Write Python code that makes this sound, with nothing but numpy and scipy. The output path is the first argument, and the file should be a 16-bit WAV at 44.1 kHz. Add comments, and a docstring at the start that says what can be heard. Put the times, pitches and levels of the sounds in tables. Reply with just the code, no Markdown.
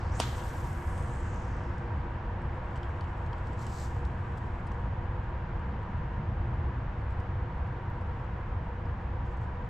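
"""A fishing cast beside a pond

A rod is cast in bare woods: a short swell of noise leads into a snap (pressure pulses, a short modal ring);
evenly spaced planks return it as a sinking, noisy chirp, reeds and trees as lumpy, decaying noise.
Line hisses off the spool, its spectral peak sinking as the lure slows; later the reel ticks (resonant
clicks) and slack line rubs and squeaks. A distant road lies under it all: low rumble, passing heavy
vehicles, tyre roar and narrow-band tyre tones."""
import sys
import numpy as np
from scipy import signal
from scipy.fft import rfft, irfft, next_fast_len
from scipy.io import wavfile
from scipy.ndimage import uniform_filter1d, map_coordinates

SR = 44100
rng = np.random.default_rng(int(sys.argv[2]) if len(sys.argv) > 2 else 0)


def wrap_up_sound(samples):
    """Save the sound to the file named by the first command line argument, as 16-bit audio."""
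    columns = np.atleast_2d(samples).T
    # keep every value between -1 and 1, then stretch to whole-number steps
    tamed = np.clip(columns, -1, 1)
    steps = np.round(tamed * 32767).astype(np.int16)
    wavfile.write(sys.argv[1], SR, steps)


N = 427329

# left-right correlation of the near sounds: [f/Hz, correlation]
NEAR_LIKENESS = [(600, .8), (3000, 0.9), (7000, .87), (12000, 0.6)]
# relative spectrum of line rubbing on a solid: [f/Hz, level/dB]
RUB_SPECTRUM = [(1500, -28.5), (3000, -4.5), (4200, 2), (6300, 1), (7700, 4), (9000, -8.5), (10700, -14.5),
                (12200, -7.5), (13500, -20.5), (15500, -34)]
SNAP_S = .2011  # moment of the snap, s


def amp(db):
    """Level definition: decibels to amplitude gain."""
    return 10 ** (np.asarray(db) / 20)


def unit(x):
    """Power normalisation: scale to rms 1."""
    return x / np.sqrt(np.mean(x ** 2) + 1e-20)


def along(points, hz):
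    """Log-frequency interpolation of (f/Hz, value) points."""
    f, v = np.transpose(points)
    return np.interp(np.log(hz + 1), np.log(f + 1), v)


def curves(rows):
    """Linear interpolation in time: one value per sample for each column after t/s."""
    s, *cols = np.transpose(rows)
    return [np.interp(np.arange(N) / SR, s, c) for c in cols]


def wobble(rate):
    """Low-frequency random modulation: a smooth curve through `rate` random knots a second."""
    knots = rng.standard_normal(int(N * rate / SR) + 4)
    return map_coordinates(knots, [np.arange(N) * rate / SR])


def filtered(x, response):
    """Linear filtering: the spectrum of x times a response of frequency."""
    n = x.shape[-1]
    m = next_fast_len(n + 8192)  # padded against wrap-around
    return irfft(rfft(x, m) * response(np.fft.rfftfreq(m, 1 / SR)), m)[..., :n]


def bump(hz, centre, width):
    """Resonance curve: gain 1 at the centre, half power at the edges of the width."""
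    return 1 / np.sqrt(1 + (2 * (hz - centre) / width) ** 2)


def colour(points):
    """Spectral shaping: gain as a function of frequency, from (f/Hz, level/dB) points."""
    return lambda hz: amp(along(points, hz))


def noise(gain, alike, size=N):
    """Partly coherent stereo noise of rms 1: mid and side powers set the left-right correlation."""
    def mid_side(hz):
        turn = np.arccos(np.clip(along(alike, hz), -1, 1)) / 2
        return gain(hz) * np.array([np.cos(turn), np.sin(turn)])

    mid, side = filtered(rng.standard_normal((2, size)), mid_side)
    return unit(np.array([mid + side, mid - side]))


def patches(shape, depth_db, size):
    """Random spectral fluctuation: a gain field over frequency and time, smoothed over size cells."""
    field = uniform_filter1d(rng.standard_normal(shape), size[0], 0)
    field = uniform_filter1d(field, size[1], 1)
    return unit(amp(depth_db * unit(field)))


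def placed(x, s):
    """Time shift: a short stereo sound set into the scene at time s."""
    return np.pad(x, ((0, 0), (round(s * SR), N)))[:, :N]


def leftward(x, lean_db):
    """Level difference between the ears: the left is louder than the right by lean_db."""
    return x * amp(np.array([[lean_db], [-lean_db]]) / 2)


def snap(push_db, push_hz, push_s, thump_db, thump_hz, thump_lag, thump_s, crack_db, crack_lag,
         lead_in_db, lead_in_t60, scatter_db, scatter_t60, ring_attack):
    """Impulsive radiation: noise swells into a push of air with a steep crack, a thump, ring and scatter."""
    # relative spectrum of the crack and the noise around it: [f/Hz, level/dB]
    crack_spectrum = [(500, -8.5), (1200, -3), (2000, -1.5), (3100, 3), (4200, -1), (5200, 0.5),
                      (6200, -2.5), (7200, -5.5), (8300, -1), (9700, -12), (10700, -6.5), (12000, -20),
                      (15500, -28)]
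    # modes of the rod: [f/Hz, level/dB, t60/s]
    rod_modes = [(660, -25, .016), (2980, -41, .025), (3245, -35, .025), (4812, -40, .03)]
    # reflections off the ground and the bench: [delay/s, level/dB]
    glance_paths = [(.0021, -14), (.0043, -11), (.0095, -15)]
    t = np.arange(SR) / SR - SNAP_S  # zero at the snap

    push = amp(push_db) * np.cos(2 * np.pi * push_hz * t) * np.exp(-(t / push_s) ** 2)
    late = t - thump_lag
    thump = amp(thump_db) * np.cos(2 * np.pi * thump_hz * late) * np.exp(-(late / thump_s) ** 2)

    front = signal.unit_impulse(SR, round((SNAP_S + crack_lag) * SR))
    crack = filtered(front, lambda hz: 1j * colour(crack_spectrum)(hz))  # quarter turn: a steep pressure front
    crack = crack / np.abs(crack).max()

    def glancing(hz):
        return 1 + sum(amp(db) * np.exp(-2j * np.pi * hz * delay) for delay, db in glance_paths)

    blow = filtered(push + amp(crack_db) * crack, glancing)

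    age = np.maximum(t, 0)
    modes = sum(amp(db - 60 * age / t60) * np.cos(2 * np.pi * hz * age) for hz, db, t60 in rod_modes)
    ring = (1 - np.exp(-age / ring_attack)) * modes

    around_db = np.where(t < 0, lead_in_db + 60 * t / lead_in_t60, scatter_db - 60 * t / scatter_t60)
    around = amp(around_db) * noise(colour(crack_spectrum), [(1000, 0.77)], size=SR)
    return placed(blow + thump + ring + around, 0)


def picket_fence_echo(width_hz):
    """Picket-fence echo: the snap returns from evenly spaced planks as a noisy chirp that sinks in pitch."""
    start_hz, end_hz, sinking_s = 4430, 3060, 0.066
    level_db, attack_s, t60 = -55, .012, 1.4
    t = np.arange(SR) / SR
    pitch = end_hz + (start_hz - end_hz) * np.exp(-t / sinking_s)
    level = amp(level_db - 60 * t / t60) * (1 - np.exp(-t / attack_s))
    fuzz = noise(lambda hz: bump(hz, 0, width_hz) ** 2, [(500, 0.66)], size=SR)
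    carrier = np.sqrt(2) * np.cos(2 * np.pi * np.cumsum(pitch) / SR)
    return placed(level * fuzz * carrier, SNAP_S)


def line_pitch(t):
    """Pitch proportional to speed: the swing drives it up, it holds, then air drag slows the lure."""
    swing_s, swing_length_s = 0.1, 0.161
    slow_hz, fast_hz = 4870, 14300  # before the swing and in full flight
    coast_s, half_speed_s = 0.74, 0.56  # drag takes over, and halves the speed in this time
    swing = np.clip((t - swing_s) / swing_length_s, 0, 1)
    drag = 1 + np.maximum(t - coast_s, 0) / half_speed_s
    return slow_hz * (fast_hz / slow_hz) ** swing / drag


def line(sing_db, spread, overtone_db, edge, flutter_db, slap_db, wander, patchy_db):
    """Speed-scaled friction noise: line whips off the spool, its peak and upper edge following its speed."""
    # level of the running line before flutter and panning: [t/s, level/dB]
    running_level = [(0, -64.5), (.11, -65), (.16, -55.5), (.4, -58.5), (.6, -61), (.8, -64.5),
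                     (1.12, -62.5), (1.42, -66), (1.8, -76.5), (2.7, -96)]
    # relative spectrum of the hiss before the moving peak: [f/Hz, level/dB]
    hiss_spectrum = [(1200, -37), (3000, -4.5), (4700, -.5), (6500, 2), (8200, 2.5), (9300, -6),
                     (10600, -9.5), (12000, -5), (13200, -16.5), (15500, -29.5)]
    hz, t, z = signal.stft(noise(colour(hiss_spectrum), NEAR_LIKENESS), SR, nperseg=256)
    uneven = np.exp(wander * np.interp(t * SR, np.arange(N), wobble(22)))  # coils leave the spool unevenly
    ratio = hz[:, None] / (line_pitch(t) * uneven)

    peak = amp(sing_db) * bump(ratio, 0.96, spread) ** 2
    overtone = amp(overtone_db) * bump(ratio, 2.3, spread) ** 2
    gain = (1 + peak + overtone) / np.sqrt(1 + (ratio / edge) ** 6)  # slow line makes little high treble
    power = colour(hiss_spectrum)(hz)[:, None] ** 2
    gain = gain / np.sqrt((gain ** 2 * power).sum(0) / power.sum())  # the peak moves colour, not loudness

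    shaped = z * gain * patches(z.shape, patchy_db, size=(4, 5))
    hiss = signal.istft(shaped, SR, nperseg=256)[1][:, :N]
    coils = flutter_db * wobble(300) + slap_db * wobble(35)  # loose coils brush the lip and slap the guides
    return hiss * amp(curves(running_level)[0] + coils)


def slack(grain_db, jerk_db):
    """Stick-slip friction: slack line rubs through the guides; each pull rises, holds and lets go."""
    # pulls, levels before panning: [t/s, length/s, level/dB, time to rise or fall by 60 dB/s]
    pull_events = [(2.75, 1.75, -79.5, 3), (3.48, .58, -76, .4), (3.62, .035, -61.5, 0.25),
                   (3.7, 0.18, -62, 0.24), (3.76, .026, -56, .25), (3.82, 0.019, -56.5, .26),
                   (3.945, 0.019, -72, .2), (9.258, .012, -77, .08), (9.31, .02, -77, .14),
                   (9.425, .016, -77, 0.2)]
    t = np.arange(N) / SR
    power = 0
    for s, length, db, edge_s in pull_events:
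        away = (np.maximum(s - t, 0) + np.maximum(t - s - length, 0)) / edge_s
        power = power + amp(db - 60 * away) ** 2
    slips = unit(amp(grain_db * wobble(820) + jerk_db * wobble(45)))
    return np.sqrt(power) * slips * noise(colour(RUB_SPECTRUM), NEAR_LIKENESS)


def ticks(click_db, ping_db, t60, tail_db, tail_t60, ping_t60):
    """Impact excitation: contacts click or scrape through the reel's resonances, the struck part pings."""
    # contacts of reel and line, levels relative to click_db and ping_db (long rise: a scrape):
    # [t/s, click level/dB, brightness/(dB per octave), ping f/Hz, ping level/dB, rise/s]
    contacts = [(.671, -57, 8, 12000, -52, .0004), (.978, -54, 1.5, 8000, -46, .0004),
                (1.342, -58, 0, 7200, -52, .0004), (1.48, -60, 3, 7500, -55, .0004),
                (1.567, -63, 2, 7800, -56, .0004), (1.7813, -62, 0, 8200, -54, .0004),
                (2.4191, -69, 2, 8700, -60, .0004), (2.758, -60, 2, 2900, -42, .0008),
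                (2.764, -57, -5, 5900, -56, .002), (2.773, -56, -7, 3300, -52, .003),
                (2.829, -50.5, -13, 3300, -45, .003), (3.008, -51.5, -9, 4510, -44.5, .0015),
                (3.042, -60, -10, 2900, -42, .001), (3.2615, -59, -8, 6400, -56, .003),
                (3.329, -52, -11, 3200, -44, .002), (3.381, -62, -7, 5000, -59, .002),
                (3.4702, -59, -4, 5500, -54, .0006), (3.5301, -61, -1, 7500, -56, .002),
                (3.5925, -61, 0, 7200, -43, .001), (3.6463, -56, 0, 7500, -47, .0004),
                (3.6666, -46.5, -3, 7700, -37, .0004), (4.0509, -55, -1.5, 4000, -47, .0008),
                (4.372, -60.5, 3, 8000, -55, .003), (4.38, -61, 3, 12700, -60, .001),
                (4.6685, -60, -2, 9100, -54, .0004), (4.674, -60, -2, 9000, -56, .0006),
                (4.7179, -59, -1, 5800, -52, .0004), (7.1057, -66, -2, 7700, -58, .001),
                (7.121, -67, -1, 7400, -60, .001), (7.2015, -60, -2.5, 5000, -51, .0006),
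                (7.9025, -72, 3, 12000, -60, .0004), (8.8555, -68, -10, 5000, -53, .0006),
                (9.3708, -68, 0, 6300, -58, .002)]
    # resonances of reel and rod: [f/Hz, width/Hz, level/dB]
    reel_modes = [(3050, 550, 5.5), (4800, 2200, 3), (7650, 1600, 0.5), (9600, 1100, -13),
                  (12000, 1100, -17)]
    lowest_hz, tilt_top_hz = reel_modes[0][0], 7800  # brightness tilts the spectrum between these
    out, t = np.zeros((2, N + SR)), np.arange(SR // 10) / SR
    for s, db, brightness, pitch_hz, part_db, rise_s in contacts:
        def struck_body(hz):
            body = sum(amp(mode_db) * bump(hz, centre, width) ** 2 for centre, width, mode_db in reel_modes)
            octaves = np.log2(np.clip(hz, lowest_hz, tilt_top_hz) / lowest_hz)
            return body * amp(brightness * octaves)

        swell, age = np.minimum(t / rise_s, 1), np.maximum(t - rise_s, 0)
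        decay = amp(-60 * age / t60) + amp(tail_db - 60 * age / tail_t60)
        click = decay * noise(struck_body, NEAR_LIKENESS, size=len(t))
        ping = amp(-60 * age / ping_t60) * np.sin(2 * np.pi * pitch_hz * t)
        contact = swell * (amp(click_db + db) * click + amp(ping_db + part_db) * ping)
        out[:, round(s * SR):][:, :len(t)] += contact
    return out[:, :N]


def squeak(start_s, start_hz, sag_hz_per_s, level_db, t60):
    """Frictional oscillation: line squeaks once as it is taken up, a thin tone that sags and fades."""
    t = np.arange(SR // 5) / SR
    phase = 2 * np.pi * np.cumsum(start_hz - sag_hz_per_s * t) / SR
    tone = np.sin(phase) * amp(level_db - 60 * t / t60)
    return placed(np.array([tone, tone]), start_s)


def fidget(level_db, scatter_db, t60, count=70):
    """Random impulse train: fingers, reel and line tick faintly, a few ticks stronger than the rest."""
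    when, size = rng.random((count, 2)).T
    blows = np.bincount((when * N).astype(int), amp(level_db + scatter_db * size ** 3), N)
    fade = signal.lfilter([1], [1, -amp(-60 / (t60 * SR))], blows)  # exponential decay
    return fade * noise(colour(RUB_SPECTRUM), NEAR_LIKENESS)


def woods(far_db, clump_db, patchy_db):
    """Reflection and reverberation: reeds and near trunks answer first, far trees with a lumpy tail."""
    # relative spectrum of the echo: [f/Hz, level/dB]
    echo_spectrum = [(300, -8), (700, 1), (1300, 4), (2200, -2), (3100, 1.5), (4000, -1.5), (5000, -6),
                     (7500, -8), (10000, -30), (15000, -36)]
    # decay time of the tail: [f/Hz, t60/s]
    decay_times = [(500, 0.67), (3000, 0.99), (8000, 0.74), (14000, .4)]
    # returns from reeds and near trunks, before decay and lumps: [delay/s, spread/s, level/dB]
    near_returns = [(.031, .014, -44.5), (.059, .01, -48)]
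    source = noise(colour(echo_spectrum), [(500, .7), (3000, 0.49)], size=2 * SR)
    hz, age, z = signal.stft(source, SR, nperseg=256)
    near = sum(amp(db) * np.exp(-((age - delay) / spread) ** 2) for delay, spread, db in near_returns)
    returns = (amp(far_db) + near) * patches(z.shape, patchy_db, size=(4, 4))  # each trunk has its own colour
    decay = amp(-60 * age / along(decay_times, hz)[:, None])
    tail = signal.istft(z * returns * decay, SR, nperseg=256)[1]
    return placed(tail, SNAP_S) * amp(clump_db * wobble(71))


def road():
    """Superposed distant sources: near-mono lumpy rumble, heavy vehicles, wide tyre roar and tyre tones."""
    # relative spectra of rumble, vehicle drone and tyre roar: [f/Hz, level/dB]
    rumble_spectrum = [(15, -11), (30, -6), (42, -0.5), (68, 2), (95, 0), (125, -4.5), (150, -12),
                       (200, -13.5), (300, -26.5), (600, -54.5), (1500, -100)]
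    drone_spectrum = [(60, -26), (85, -8.5), (120, 3), (160, -3), (205, -10.5), (260, -20), (400, -44.5),
                      (800, -100)]
    roar_spectrum = [(100, -11.5), (280, 1), (410, -1.5), (600, 0), (820, 3), (1100, 1.5), (1300, -2.5),
                     (1650, -2.5), (2400, -13.5), (3000, -18), (4000, -28), (6000, -37.5), (7800, -42.5),
                     (9500, -60.5)]
    # tyre tones, levels against the roar, drifting: [f/Hz, width/Hz, start level/dB, end level/dB]
    tyre_tones = [(346.2, 24, -8, -13), (477.3, 22, -14, -11.5), (499.7, 40, -13, -12),
                  (777, 45, -19.5, -19), (956, 80, -8.5, -6.5)]
    # left-right correlation of the road: [f/Hz, correlation]
    road_likeness = [(140, 1), (200, .999), (350, .985), (480, .93), (750, .72), (1400, .61), (2800, .52),
                     (7000, .55)]
    # rumble level before its lumps: [t/s, level/dB]
    rumble_level = [(0, -33.5), (1.3, -33), (2.1, -33), (2.8, -34), (3.8, -34.5), (5.3, -34.3),
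                    (6.5, -32.5), (7.8, -35.5), (8.6, -33.5), (9.69, -34.5)]
    # heavy vehicles passing: [t nearest/s, time to fall to half power/s, level/dB]
    passages = [(4.3, .55, -44.5), (6.1, .4, -42.5), (7.55, .2, -44)]
    roar_db, recede_db_per_s = -43.5, 0.2442  # roar level at the start; the traffic slowly thins out
    t = np.arange(N) / SR

    lumps = amp(curves(rumble_level)[0] + 0.65 * wobble(7))
    rumble = lumps * noise(colour(rumble_spectrum), road_likeness)
    passing = np.sqrt(sum(amp(db) ** 2 / (1 + ((t - s) / fall_s) ** 2) for s, fall_s, db in passages))
    trucks = passing * noise(colour(drone_spectrum), road_likeness)

    roar = amp(0.19 * wobble(3.9)) * noise(colour(roar_spectrum), road_likeness)
    for centre, width, start_db, end_db in tyre_tones:
        tone = noise(lambda hz: bump(hz, centre, width) ** 2, road_likeness)
        roar = roar + amp(np.linspace(start_db, end_db, N) + 0.8 * wobble(2.2)) * tone
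    return rumble + trucks + amp(roar_db - recede_db_per_s * t) * roar


def scene():
    """Superposition: the tackle lies to the left; road and woods lie all around."""
    tackle = line(sing_db=3.5, spread=.27, overtone_db=-4, edge=1.38, flutter_db=1.2, slap_db=0.5,
                  wander=.02, patchy_db=2.0)
    tackle = tackle + slack(grain_db=2.0, jerk_db=1.5)
    tackle = tackle + ticks(click_db=-2.5, ping_db=-7.5, t60=0.016, tail_db=-12.5, tail_t60=0.14, ping_t60=.009)
    tackle = tackle + squeak(start_s=2.833, start_hz=3380, sag_hz_per_s=5000, level_db=-59.5, t60=.2)
    tackle = tackle + fidget(level_db=-77.5, scatter_db=6, t60=.03)
    planks = picket_fence_echo(width_hz=1050)
    crack = snap(push_db=-15, push_hz=770, push_s=0.00071,
                 thump_db=-30.5, thump_hz=228, thump_lag=.003, thump_s=.004,
                 crack_db=-15.8, crack_lag=.0003, lead_in_db=-37.5, lead_in_t60=0.03,
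                 scatter_db=-30.5, scatter_t60=0.04, ring_attack=.0007)
    echo = woods(far_db=-44.0, clump_db=2.5, patchy_db=2.0)
    return leftward(tackle, lean_db=4.0) + planks + crack + echo + road()


def record(dry):
    """Band limitation: an ideal low-pass removes everything from the top frequency up."""
    top_hz = 15600
    return filtered(dry, lambda hz: hz < top_hz)


dry = scene()
out = record(dry)
wrap_up_sound(out)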